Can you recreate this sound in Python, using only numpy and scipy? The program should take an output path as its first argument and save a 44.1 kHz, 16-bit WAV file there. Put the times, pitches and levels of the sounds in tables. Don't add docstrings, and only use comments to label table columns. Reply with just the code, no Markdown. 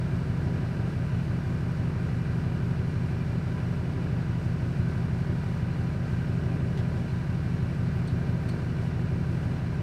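import sys
import numpy as np
from scipy import signal
from scipy.fft import rfft, irfft, next_fast_len
from scipy.io import wavfile

SR = 44100
rng = np.random.default_rng(int(sys.argv[2]) if len(sys.argv) > 2 else 0)


def int16_out(signal):
    q = np.round(np.clip(np.atleast_2d(signal).T, -1, 1) * 32767)
    wavfile.write(sys.argv[1], SR, q.astype(np.int16))


N = 433062
TIME = np.arange(N) / SR
LEAD = SR // 2
SPAN = next_fast_len(N + LEAD + SR // 2, real=True)
CLOCK = (np.arange(SPAN) - LEAD) / SR
HZ = np.fft.rfftfreq(SPAN, 1 / SR) + 1e-6

# crank_angle_deg, level_db
V8_FIRINGS = [(81.9, -7.2), (173.1, 4.7), (263.0, 4.1), (350.4, -1.8), (436.6, -1.9), (534.4, 5.9),
              (620.4, 1.5), (713.6, 3.9)]


def v8_cycles(idle_rpm=720.5, hunt_rpm=1.8, hunt_hz=0.8, stray_s=0.0004):
    hunt = -hunt_rpm * np.cos(2 * np.pi * hunt_hz * CLOCK) / (2 * np.pi * hunt_hz)
    return (idle_rpm * (CLOCK + stray_s * drift(hunt_hz)) + hunt) / (2 * 60)


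def firings(cycles, offset, uneven_db):
    at = np.flatnonzero(np.diff(np.floor(cycles - offset)))
    return at, amp(uneven_db * rng.standard_normal(len(at)))


def exhaust(cycles, level_db=-28, mouth_hz=60, muffler_hz=480, low_cut_hz=40, uneven_db=1.03):
    # pitch_hz, width_hz, level_db, polarity_at_mouth
    pipe_modes = [(69.7, 10.2, -17.5, -1), (92.9, 47.1, -1.7, 1), (93.3, 32.1, 0.0, -1),
                  (136.3, 10.1, -13.3, 1), (140.4, 10.1, -19.1, -1), (168.7, 10.1, -19.0, 1),
                  (186.0, 52.8, -14.9, -1), (194.2, 22.1, -17.4, 1), (224.3, 17.1, -28.1, 1),
                  (240.2, 8, -45, -1), (393.2, 10.0, -40.1, -1)]
    # delay_s, level_db
    echoes = [(0.0249, -2.0), (0.05972, -8.0), (0.08914, -22.3)]
    pulses = np.zeros(SPAN)
    for degrees, db in V8_FIRINGS:
        at, size = firings(cycles, degrees / 720, uneven_db)
        pulses[at] += amp(db) * size
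    f = HZ[HZ < 2000]
    pipe = sum(sign * amp(db) / (1 + 1j * (f ** 2 - hz ** 2) / (f * width))
               for hz, width, db, sign in pipe_modes)
    mouth = (1j * f / (1j * f + mouth_hz)) ** 2
    muffler = 1 / np.sqrt(1 + (f / muffler_hz) ** 10)
    low_cut = 1 / np.sqrt(1 + (low_cut_hz / f) ** 16)
    yard = 1 + sum(amp(db) * np.exp(-2j * np.pi * f * s) for s, db in echoes)
    path = np.pad(pipe * mouth * muffler * low_cut * yard, (0, len(HZ) - len(f)))
    return amp(level_db) * unit_rms(filtered(pulses, path))


def tailpipe_rumble(cycles, depth=0.45, lag_deg=60, width_deg=24):
    # frequency_hz, density_db_per_hz
    gas_spectrum = [(15, -95), (27, -89), (38, -76), (60, -72.5), (74, -68.5), (95, -73), (118, -64.5),
                    (175, -65), (240, -73), (500, -95), (1000, -150)]
    puffs = np.zeros(SPAN)
    for degrees, db in V8_FIRINGS:
        from_peak_deg = (cycles * 720 - degrees - lag_deg + 360) % 720 - 360
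        puffs += amp(db) * np.exp(-np.square(from_peak_deg / width_deg))
    return coloured((1 + depth * puffs) * rng.standard_normal(SPAN), eq_curve(gas_spectrum))


def diesel_clatter(cycles, second_firings, second_db=-2.5, sway_db=-0.02, crossover_hz=640):
    # frequency_hz, density_db_per_hz
    knock_spectrum = [(30, -110), (120, -72.5), (210, -64), (300, -70.5), (420, -71), (500, -75.5),
                      (630, -74), (870, -80), (1100, -81.5), (1800, -84), (2500, -88.5), (3200, -94.5),
                      (4700, -100), (15000, -132)]
    # pitch_hz, width_hz, boost_db
    panel_modes = [(242, 4.3, 6), (267, 18, 4.5), (301, 12.3, 8), (335.3, 14.6, 9.5), (388, 39, 5),
                   (588.7, 6.9, 4.5), (632, 15, 0.5), (776.5, 21.5, 5.5), (826, 10, 2), (925, 29, 3.5),
                   (987, 24.5, 8), (1190, 93, 1), (1532, 270, 6), (1697, 40, 3), (1993, 84, 3.5),
                   (2230, 160, 3), (2393, 80, 6), (2590, 30, 6), (2736, 82, 5), (2928, 84, 7),
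                   (4110, 72, 6), (4800, 85, 5.5), (5600, 200, 8.5)]
    v8 = combustion(cycles, cylinders=8, ring_share=0.52, crack_s=0.003, tail=4.5)
    six = combustion(second_firings / 6, cylinders=6, ring_share=0.55, crack_s=0.0037, tail=7)
    knock = v8 + amp(second_db) * six
    panels_db = sum(db / (1 + (2 * (HZ - hz) / width) ** 4) for hz, width, db in panel_modes)
    colour_db = eq_curve(knock_spectrum) + panels_db
    low_share = np.clip(1 / (1 + (HZ / crossover_hz) ** 8), 1e-9, 1 - 1e-9)
    body = coloured(knock, colour_db + 20 * np.log10(low_share)) * body_swell(cycles)
    rattle = coloured(knock * amp(sway_db * drift(3.7)), colour_db + 20 * np.log10(1 - low_share))
    return body + rattle


def combustion(cycles, cylinders, ring_share, crack_s, tail, tail_s=0.075, uneven_db=0.8):
    t = np.arange(SR // 5) / SR
    fade = np.exp(-t / crack_s) + tail * np.exp(-t / tail_s)
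    ring, power = np.zeros((2, SPAN + len(t)))
    for k in range(cylinders):
        knock = fade * rng.standard_normal(len(t))
        for at, size in zip(*firings(cycles, k / cylinders, uneven_db)):
            ring[at:at + len(t)] += size * knock
            power[at:at + len(t)] += (size * fade) ** 2
    fresh = np.sqrt(power[:SPAN]) * rng.standard_normal(SPAN)
    return np.sqrt(ring_share) * unit_rms(ring[:SPAN]) + np.sqrt(1 - ring_share) * unit_rms(fresh)


def body_swell(cycles, rest_db=-0.78, lope_db=0.76, loudest_deg=610, flutter_db=0.74, flutter_hz=5):
    # centre_s, half_width_s, boost_db
    swells = [(0.48, 0.14, 3.1), (2.05, 0.2, 1.3), (2.48, 0.1, 2.0), (3.95, .22, 2.0), (6.72, 0.38, 3.0),
              (8.35, 0.33, 3.0)]
    swell_db = sum(db * np.exp(-np.square((TIME - s) / width)) for s, width, db in swells)
    lope = lope_db * np.cos(2 * np.pi * (cycles[LEAD:LEAD + N] - loudest_deg / 720))
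    return amp(rest_db + swell_db + lope + flutter_db * drift(flutter_hz)[:N])


def second_diesel_hum(second_firings, waver_db=1.0):
    # multiple_of_firing_rate, level_db
    harmonics = [(1, -60), (2, -47), (3, -59), (5, -46), (9, -55), (10, -52), (15, -64), (17, -77),
                 (32, -69), (33, -66.5), (34, -67), (37, -70.5), (42, -64), (52, -68)]
    knots_s = np.linspace(0, TIME[-1], num=30)
    hum = np.zeros(N)
    for multiple, db in harmonics:
        level = np.interp(TIME, knots_s, amp(db + waver_db * rng.standard_normal(len(knots_s))))
        hum += level * np.cos(2 * np.pi * (multiple * second_firings[LEAD:LEAD + N] + rng.random()))
    return np.sqrt(2) * hum


def sheet_metal_buzzes():
    # centre_s, half_length_s, pitch_hz, width_hz, level_db
    buzzes = [(.11, .035, 2390, 80, -60.5), (.82, .09, 1560, 150, -54), (1.08, .06, 995, 14, -56),
              (1.47, .05, 2390, 80, -61.5), (2.01, .025, 2390, 80, -59), (2.26, .035, 2390, 80, -58.5),
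              (3.21, .025, 2390, 60, -55.5), (3.34, .025, 2390, 80, -59), (3.62, .06, 995, 14, -56),
              (4.33, .05, 995, 14, -57), (4.9, .09, 1520, 150, -54.5), (6.19, .1, 1560, 150, -54.5),
              (7.2, .08, 995, 14, -57), (8.25, .1, 1560, 150, -56)]
    out = np.zeros(N)
    for centre_s, half_s, hz, width, db in buzzes:
        near = np.flatnonzero(abs(TIME - centre_s) < 3 * half_s)
        swell = np.exp(-np.square((TIME[near] - centre_s) / half_s) / 2)
        f = np.fft.rfftfreq(len(near), 1 / SR)
        band = 1 / (1 + np.square((f - hz) / (width / 2)))
        ring = irfft(rfft(rng.standard_normal(len(near))) * band, len(near))
        out[near] += amp(db) * unit_rms(ring * swell) * np.sqrt(np.mean(swell ** 2))
    return out


def fitting_knocks(parts=8, detune=0.039, clack_decay_s=0.0115):
    # start_s, clack_db, tilt_db_per_octave, ring_db
    knocks = [(3.11, -65, 4, -80), (6.775, -37.5, -3.3, -70), (6.790, -37.5, -3.6, -70),
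              (8.075, -66, 3, -50.5), (8.488, -49.5, 3, -50.5)]
    # pitch_hz, level_db, t60_s
    steel_modes = [(3990, -2.5, 0.3), (4200, -4, .28), (4450, -2, .2), (6100, -8, .08), (8250, -2.5, 0.08),
                   (9100, -7, 0.04)]
    # frequency_hz, gain_db
    clack_eq = [(200, -6), (420, 9), (1000, -3), (2000, -1.5), (3200, 4.5), (4000, -2.5), (5000, -3),
                (6500, -11), (9000, -13), (15000, -26)]
    out = np.zeros(N)
    t = np.arange(SR // 3) / SR
    f = np.fft.rfftfreq(len(t), 1 / SR) + 1
    for start_s, clack_db, tilt_db, ring_db in knocks:
        colour = amp(np.interp(f, *np.transpose(clack_eq)) + tilt_db * np.log2(f))
        noise = irfft(rfft(rng.standard_normal(len(t))) * colour, len(t))
        clack = unit_rms(noise) * np.exp(-t / clack_decay_s)
        ring = np.zeros(len(t))
        for hz, db, t60 in steel_modes:
            pitches_hz = hz * (1 + detune * rng.standard_normal((parts, 1)))
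            tones = np.sin(2 * np.pi * (pitches_hz * t + rng.random((parts, 1))))
            ring += amp(db - 60 * t / t60) * tones.sum(0) / np.sqrt(parts)
        out[round(start_s * SR):][:len(t)] += amp(clack_db) * clack + amp(ring_db) * ring
    return out


def squeak(level_db=-77, rough_hz=220):
    # start_s, length_s, from_hz, to_hz
    chirps = [(7.9, .11, 13950, 13300), (8.03, .075, 13100, 13900), (8.15, .06, 13950, 13300),
              (8.27, .12, 13250, 13700), (8.405, .04, 13550, 13600)]
    out = np.zeros(N)
    for start_s, length_s, from_hz, to_hz in chirps:
        progress = np.linspace(0, 1, round(length_s * SR))
        hz = from_hz + (to_hz - from_hz) * progress + rough_hz * drift(300)[:len(progress)]
        tone = np.sin(2 * np.pi * np.cumsum(hz) / SR)
        out[round(start_s * SR):][:len(tone)] += np.sin(np.pi * progress) * tone
    return np.sqrt(2) * amp(level_db) * out


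def fans_and_rotor(whine_hz=4107, whine_db=-74.0, wobble_hz=7, fading_db=4, flutter_db=0.6):
    # frequency_hz, density_db_per_hz
    air_spectrum = [(20, -110), (500, -84.5), (3200, -99), (4500, -95.5), (6000, -101.5), (7300, -104.5),
                    (8500, -103.5), (10000, -108.5), (12500, -113), (13700, -113.5), (15500, -119)]
    rush = coloured(rng.standard_normal(SPAN) * amp(flutter_db * drift(10)), eq_curve(air_spectrum))
    turns = np.cumsum(whine_hz + wobble_hz * drift(18)[:N]) / SR
    whine = amp(fading_db * drift(9)[:N]) * np.sin(2 * np.pi * turns)
    return rush + amp(whine_db) * unit_rms(whine)


def amp(db):
    return 10 ** (np.asarray(db) / 20)


def unit_rms(x):
    return x / np.sqrt(np.mean(x ** 2) + 1e-20)


def eq_curve(points):
    hz, db = np.transpose(points)
    return np.interp(np.log(HZ), np.log(hz), db)


def filtered(x, gain):
    return irfft(rfft(x) * gain, SPAN)[LEAD:LEAD + N]


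def coloured(x, db_per_hz):
    return filtered(unit_rms(x), amp(db_per_hz) * np.sqrt(SR / 2))


def drift(rate_hz):
    knots_s = np.arange(CLOCK[0], CLOCK[-1] + 1, .5 / rate_hz)
    return unit_rms(np.interp(CLOCK, knots_s, rng.standard_normal(20000)[:len(knots_s)]))


def scene(second_firing_hz=37.06, second_drift_hz=0.03963):
    cycles = v8_cycles()
    second_firings = np.cumsum(second_firing_hz + second_drift_hz * drift(1.5)) / SR
    engines = exhaust(cycles) + tailpipe_rumble(cycles)
    engines += diesel_clatter(cycles, second_firings) + second_diesel_hum(second_firings)
    return (engines + sheet_metal_buzzes() + fans_and_rotor() + fitting_knocks() + squeak())[None]


def record(dry, cutoff_hz=15720):
    low_pass = signal.firwin(511, cutoff_hz, window=("kaiser", 9), fs=SR)
    return signal.oaconvolve(dry, low_pass[None], "same")


dry = scene()
out = record(dry)
int16_out(out)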